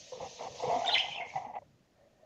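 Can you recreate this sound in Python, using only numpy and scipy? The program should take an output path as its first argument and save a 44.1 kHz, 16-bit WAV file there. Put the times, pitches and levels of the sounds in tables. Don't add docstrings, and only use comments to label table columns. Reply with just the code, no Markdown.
import sys
import numpy as np
from scipy import signal
from scipy.io import wavfile
from scipy.ndimage import uniform_filter1d

SR = 44100
rng = np.random.default_rng(int(sys.argv[2]) if len(sys.argv) > 2 else 0)


def store_pcm(level_fs):
    pcm = np.round(np.clip(level_fs, -1, 1) * 32767).astype(np.int16)
    wavfile.write(sys.argv[1], SR, np.atleast_2d(pcm).T)


def volts_from_db(level):
    exponent = np.asarray(level, float) / 20
    return 10 ** exponent


N = 99225
T = np.arange(N) / SR


def evened(x):
    return x / np.sqrt(np.mean(x ** 2) + 1e-20)


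def curve(rows, column=1):
    rows = np.array(rows)
    return np.interp(T, rows[:, 0], rows[:, column], right=-140)


def drift(size):
    return evened(signal.oaconvolve(rng.standard_normal(N), np.hanning(size), "same"))


def resonate(x, hz, width):
    turn = np.exp(2j * np.pi * hz * T)
    r = np.exp(-np.pi * width / SR)
    smooth = signal.lfilter([1 - r], [1, -r], x / turn + 1e-18)
    return 2 * (turn * smooth).real


def noise(*colours, patchy_db=0., tilt_db=None):
    frames = N // 128 + 5
    hz = np.fft.rfftfreq(512, 1 / SR)
    real, imag, patches = rng.standard_normal((frames, 257, 3)).T
    patches = uniform_filter1d(patches, size=5, axis=0)
    patches = evened(uniform_filter1d(patches, size=8, axis=1))
    gain = 0
    for colour in colours:
        f, db = np.array(colour).T
        gain = gain + volts_from_db(np.interp(np.log(hz + 1), np.log(f), db, left=-70, right=-90))
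    lean = 0
    if tilt_db is not None:
        octaves = np.log2(np.clip(hz, 1500, 6000) / 6000)
        lean = octaves[:, None] * np.pad(tilt_db[::128], (0, 5), "edge")[:frames]
    spectra = (real + 1j * imag) * gain[:, None] * volts_from_db(patchy_db * patches + lean)
    return evened(signal.istft(spectra, nperseg=512, noverlap=384)[1][:N])


# t/s, level/dB
HUM_LEVEL = [
    (0, -65.5),
    (.12, -60.5),
    (1.57, -62),
    (1.61, -69),
    (1.75, -81.5),
    (1.92, -80.5),
    (2.0, -65),
    (2.15, -71.5),
    (2.25, -63),
]
# t/s, level/dB
RUMBLE_LEVEL = [(0, -64.5), (.1, -78), (.22, -52.5), (.36, -72.5), (.5, -58.5), (.58, -64.5), (.7, -54.5),
                (.85, -64.5), (1.3, -65.5), (1.55, -65.5), (1.68, -66.5), (1.8, -67.5), (1.87, -85),
                (2.25, -73.5)]
# f/Hz, level/dB per Hz
HISS_COLOUR = [(15, -30), (60, -6.5), (300, -7.5), (900, -18.5), (3450, -24.5), (6900, -27.5), (8200, -38),
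               (15600, -41.5)]


def house():
    air = rng.standard_normal(N)
    low = evened(resonate(resonate(air, 594.4, 187), 594.4, 187))
    high = evened(resonate(resonate(air, 1834, 120), 1834, 120))
    hum = low + volts_from_db(-15) * high
    band = signal.butter(2, [70, 200], "band", fs=SR, output="sos")
    rumble = evened(signal.sosfilt(band, rng.standard_normal(N)))
    hiss = volts_from_db(-71) * noise(HISS_COLOUR, patchy_db=0.8)
    return volts_from_db(curve(HUM_LEVEL)) * hum + volts_from_db(curve(RUMBLE_LEVEL)) * rumble + hiss


# t/s, level/dB, tilt/dB per octave
RUSTLE_LEVEL = [(0, -58, -3.5), (.11, -57, 0.5), (.18, -61, -6), (.25, -56.5, -1.5), (.42, -56, -3.5),
                (.51, -59, -1), (.6, -53, -3.5), (.68, -55.5, -5.5), (.85, -54, -3), (1.12, -60, -6),
                (1.24, -72, 4.5), (1.3, -62, 3.5), (1.38, -62.5, -1.5), (1.52, -83.5, 5.5), (1.62, -83, 11)]
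# f/Hz, level/dB
RUSTLE_BODY = [(1500, -21), (2000, -15.5), (2700, -8.5), (3600, -5.5), (4700, -6.5), (6400, -2.5),
               (7300, -16), (8000, -29.5)]
# f/Hz, level/dB
RUSTLE_AIR = [(7000, -60), (8200, -37), (9800, -35), (11500, -40.5), (15000, -47)]


def rustle():
    tilt_db = np.clip(curve(RUSTLE_LEVEL, column=2), -9, 9)
    hiss = noise(RUSTLE_BODY, RUSTLE_AIR, patchy_db=2.5, tilt_db=tilt_db)
    return volts_from_db(curve(RUSTLE_LEVEL) + 4.5) * hiss


# t/s, peak level/dB, f/Hz
SKIN_CATCHES = [(0.121, -35.5, 512), (0.175, -39.5, 476), (0.218, -33, 522), (0.228, -33.5, 518),
                (0.244, -35.5, 749), (0.261, -38, 768), (0.407, -35, 616), (0.467, -32, 776),
                (0.596, -34.5, 871), (0.623, -28.5, 704), (0.634, -24.5, 497.6), (0.65, -27.5, 802),
                (0.664, -28, 495), (0.678, -27, 476), (0.696, -24.5, 687), (0.708, -25, 845),
                (0.721, -22, 673), (0.731, -24, 729), (0.744, -25, 708), (0.762, -23, 712),
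                (0.789, -25, 696), (0.816, -27, 683), (0.836, -27.5, 790), (0.855, -26.5, 737),
                (0.881, -27, 707), (0.925, -27.5, 834), (0.998, -36, 746), (1.042, -33.5, 740),
                (1.083, -34.5, 807), (1.197, -36, 712), (1.216, -32, 697), (1.354, -28.5, 793),
                (1.362, -26.5, 735), (1.375, -28.5, 745), (1.397, -35.5, 761), (1.42, -37.5, 758),
                (1.446, -33, 825), (1.464, -37.5, 764), (1.482, -38, 851), (1.497, -38, 735),
                (1.538, -35.5, 832), (1.558, -29, 750), (1.573, -35, 792), (1.582, -37, 767),
                (1.618, -48, 579), (2.23, -52.5, 630)]


def catches(grip):
    rise_s, t60_s, top_hz, top_db, top_t60_s = 0.004, 0.031, 2000, -13.5, 0.052
    out = np.zeros(N + 4000)
    t = T[:4000]
    rise = np.sin(np.pi / 2 * np.minimum(t / rise_s, 1)) ** 2
    decay = volts_from_db(-60 * (np.maximum(t - rise_s, 0) / t60_s) ** 2)
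    for start, db, hz in SKIN_CATCHES:
        at = round(start * SR)
        phase, top_phase = 2 * np.pi * rng.random(2)
        main = decay * np.sin(2 * np.pi * hz * t + phase)
        top = volts_from_db(top_db - 60 * t / top_t60_s) * np.sin(2 * np.pi * top_hz * t + top_phase)
        out[at:at + 4000] += volts_from_db(db - 3) * rise * (main + grip[at] * top)
    return out[:N]


# t/s, peak level/dB, f/Hz
HAND_THUMPS = [
    (0.209, -48, 135),
    (0.448, -57, 128),
    (0.672, -35, 149.5),
    (0.757, -34.5, 252),
    (0.967, -46.5, 79),
    (1.101, -46, 144),
    (1.351, -37.5, 140),
    (1.462, -46.5, 246),
]


def thumps():
    out = np.zeros(N)
    t = T[:6000]
    for start, db, hz in HAND_THUMPS:
        body = volts_from_db(db - 60 * t / 0.1) * np.sin(2 * np.pi * hz * t)
        out[round(start * SR):][:6000] += body * np.minimum(t / 0.0067, 1) ** 2
    return out


# t/s, length/s, level/dB, grip (0 loose to 1 tight)
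RUB_STROKES = [(0.115, 0.02, -42, 0.11), (0.143, 0.049, -45.5, 0.065), (0.196, 0.072, -38.5, 0.52),
               (0.27, 0.12, -53, 0.29), (0.389, 0.085, -34.5, 0.59), (0.482, 0.094, -47.5, 0.11),
               (0.577, 0.026, -45, .5), (0.593, 0.051, -38.5, 0.38), (0.627, 0.059, -30.5, 0.38),
               (0.688, 0.059, -28, 0.53), (0.75, 0.058, -31.5, 0.59), (0.805, 0.041, -35.5, 0.93),
               (0.848, 0.12, -33.5, 0.83), (0.965, 0.12, -41, 0.82), (1.089, 0.061, -48, 0.94),
               (1.147, 0.057, -42, 0.93), (1.194, 0.072, -41.5, 0.69), (1.276, 0.06, -51, 0.6),
               (1.331, 0.018, -45.5, 0.93), (1.351, 0.036, -36.5, 1), (1.397, 0.063, -44.5, 0.9),
               (1.444, 0.075, -46, 0.78), (1.528, 0.017, -46.5, 0.96), (1.55, 0.015, -36.5, 0.99),
               (1.57, 0.015, -45, 0.95), (1.615, .006, -51.5, 0.58)]
# f/Hz, width/Hz, loose-grip level/dB, tight-grip level/dB
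SHELL_MODES = [(503, 60.4, 10, -7.5), (620, 120, -14.5, -18.5), (713.6, 72.3, 0, 5), (794.7, 97, -3.5, 8),
               (885, 82, -3, -2.5), (948, 76, -9, -20), (1760, 160, -26, -20), (2080, 344, -19.5, -4),
               (2550, 600, -19.5, -14), (255, 44, -17.5, -11.5), (135, 28, -7, -26)]


def hand():
    slips_per_s, spread_db, rise_s, fall_s = 900, 2, 0.006, 0.011
    slips = volts_from_db(spread_db * np.minimum(rng.exponential(1, N), 4))
    slips *= rng.random(N) < slips_per_s / SR
    slips = evened(slips * rng.choice([-1., 1.], N))
    slips = evened(slips + 0.67 * rng.standard_normal(N))

    push, grip = np.zeros(N), np.zeros(N)
    for start, length, db, tightness in RUB_STROKES:
        rise = (T - start) / rise_s
        fall = (start + length - T) / fall_s + 1
        push += volts_from_db(db - 5.5) * np.clip(np.minimum(rise, fall), 0, 1)
        grip = np.where(T >= start, tightness, grip)
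    grip = uniform_filter1d(grip, size=200)

    ring = np.zeros(N)
    for hz, width, loose_db, tight_db in SHELL_MODES:
        mode = resonate(resonate(slips * push, hz, 1.71 * width), hz, 1.71 * width)
        ring += volts_from_db(loose_db + (tight_db - loose_db) * grip) * mode * np.sqrt(SR / width) / 4
    ring = signal.lfilter(*signal.iirnotch(1480, 1480 / 355, SR), ring)
    ring = signal.lfilter(*signal.butter(4, 2900, fs=SR), ring)

    let_go_s, let_go_fall_s = 1.588, 0.0037
    before = (let_go_s - T) / let_go_fall_s + 1
    after = (T - let_go_s - .024) / let_go_fall_s
    damped = np.clip(np.maximum(before, after), .1, 1)
    return (ring + thumps() + catches(grip)) * damped


def room(x):
    taps = np.zeros(SR // 2)
    at = np.arange(120, len(taps) - 20, 20)
    taps[at + rng.integers(0, 20, len(at))] = rng.choice([-1., 1.], len(at))
    t = T[:len(taps)]
    late = volts_from_db(-60 * t / 0.4)
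    early = volts_from_db(0.5 - 60 * t / .11)
    taps *= np.minimum(t / 0.0089, 1) ** 2 * (late + early)
    dulled = signal.lfilter(*signal.butter(2, 6000, fs=SR), taps)
    return volts_from_db(-7.5) * signal.fftconvolve(x, dulled / np.linalg.norm(taps) * 1.67)[:N]


# t/s, peak level/dB
BEAK_CLICKS = [
    (0.8595, -41),
    (0.9175, -41),
    (0.9493, -39.5),
    (0.9756, -38),
    (0.9832, -35.5),
]


def beak():
    out = np.zeros(N)
    band = signal.butter(6, [2500, 6800], "band", fs=SR, output="sos")
    for start, db in BEAK_CLICKS:
        snap = signal.sosfilt(band, rng.standard_normal(200) * volts_from_db(-60 * T[:200] / .01))
        out[round(start * SR):][:200] += volts_from_db(db + 6) * snap
    return out


# t/s, length/s, start f/Hz, end f/Hz, level/dB
CALL_NOTES = [(.848, .006, 3450, 2970, -45), (0.859, .006, 2820, 3150, -37.5),
              (0.846, 0.008, 1480, 1450, -46.5), (0.863, 0.0055, 2180, 2350, -40),
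              (.865, 0.013, 3560, 3680, -34), (0.878, 0.009, 3710, 3600, -28.5),
              (.868, .018, 7420, 7250, -54), (.933, .004, 3950, 3400, -35), (.890, 0.015, 3646, 3037, -34),
              (.889, 0.0062, 2190, 1670, -36), (0.895, 0.012, 1484, 1445, -42.5),
              (0.905, 0.02, 2760, 3057, -38), (0.907, 0.0172, 3670, 3770, -40),
              (0.916, 0.0033, 4400, 4800, -50), (.920, 0.023, 4090, 3976, -35.5),
              (0.938, 0.0069, 3535, 3250, -28.5), (.942, .007, 3300, 2950, -24.5),
              (1.010, .004, 2920, 3100, -38), (0.95, 0.0063, 2660, 2066, -28.5),
              (.948, .006, 5810, 4860, -44), (.950, .012, 3114, 2936, -31.5),
              (0.957, 0.014, 2080, 2063, -28), (0.972, 0.0028, 2065, 1892, -33),
              (0.979, 0.007, 2250, 2850, -27), (.975, 0.003, 3200, 3100, -33),
              (.987, 0.0099, 3008, 3080, -30.5), (.995, 0.0046, 3200, 3010, -30.5),
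              (.999, 0.0056, 3124, 3180, -28.5), (1.004, 0.01, 3084, 2903, -36),
              (0.982, 0.0044, 4800, 5700, -41.5)]
# t/s, length/s, start f/Hz, end f/Hz, level/dB
ANSWER_NOTES = [(1.083, 0.0061, 3000, 3300, -44.5), (1.093, 0.0074, 3240, 2930, -41.5),
                (1.108, 0.016, 2596, 2300, -43.5), (1.125, .012, 2450, 2400, -47),
                (1.158, .012, 5150, 5350, -57.5), (1.123, 0.016, 3067, 2943, -41),
                (1.145, .014, 3650, 2900, -43.5), (1.160, 0.0078, 2600, 2700, -43),
                (.991, 0.0048, 4910, 5220, -42), (0.72, 0.0056, 5070, 4400, -52.5),
                (1.176, 0.013, 2850, 2445, -40), (1.3, 0.0075, 2276, 2260, -44),
                (1.204, 0.016, 2231, 2100, -40), (1.221, .014, 2200, 2150, -42.5),
                (1.273, 0.0038, 2120, 3200, -51.5), (1.240, .010, 2330, 2150, -50),
                (1.256, 0.01, 2092, 2020, -50)]


def bird():
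    out = np.zeros(N)
    wobble = .016 * drift(size=120)
    rasp = 1 + .25 * drift(size=80)
    for start, length, hz0, hz1, db in CALL_NOTES + ANSWER_NOTES:
        at = slice(round(start * SR), round((start + length) * SR))
        u = (T[at] - start) / length
        hz = (hz0 + (hz1 - hz0) * u) * (1 + wobble[at])
        phase = 2 * np.pi * np.cumsum(hz) / SR
        tone = 0
        for k, overtone_db in enumerate([0, -33, -43]):
            tone = tone + volts_from_db(overtone_db + .4 * k * (db + 28)) * np.sin((k + 1) * phase)
        shape = np.clip(1.71 * np.sin(np.pi * u), 0, 1)
        out[at] += volts_from_db(db + 3) * shape * tone * rasp[at]
    return out + beak()


def scene():
    call = bird()
    return (house() + rustle() + hand() + call + room(call))[None]


def band_limit(x):
    return signal.sosfilt(signal.butter(12, 15500, fs=SR, output="sos"), x)


def record(dry):
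    return band_limit(dry)


dry = scene()
out = record(dry)
store_pcm(out)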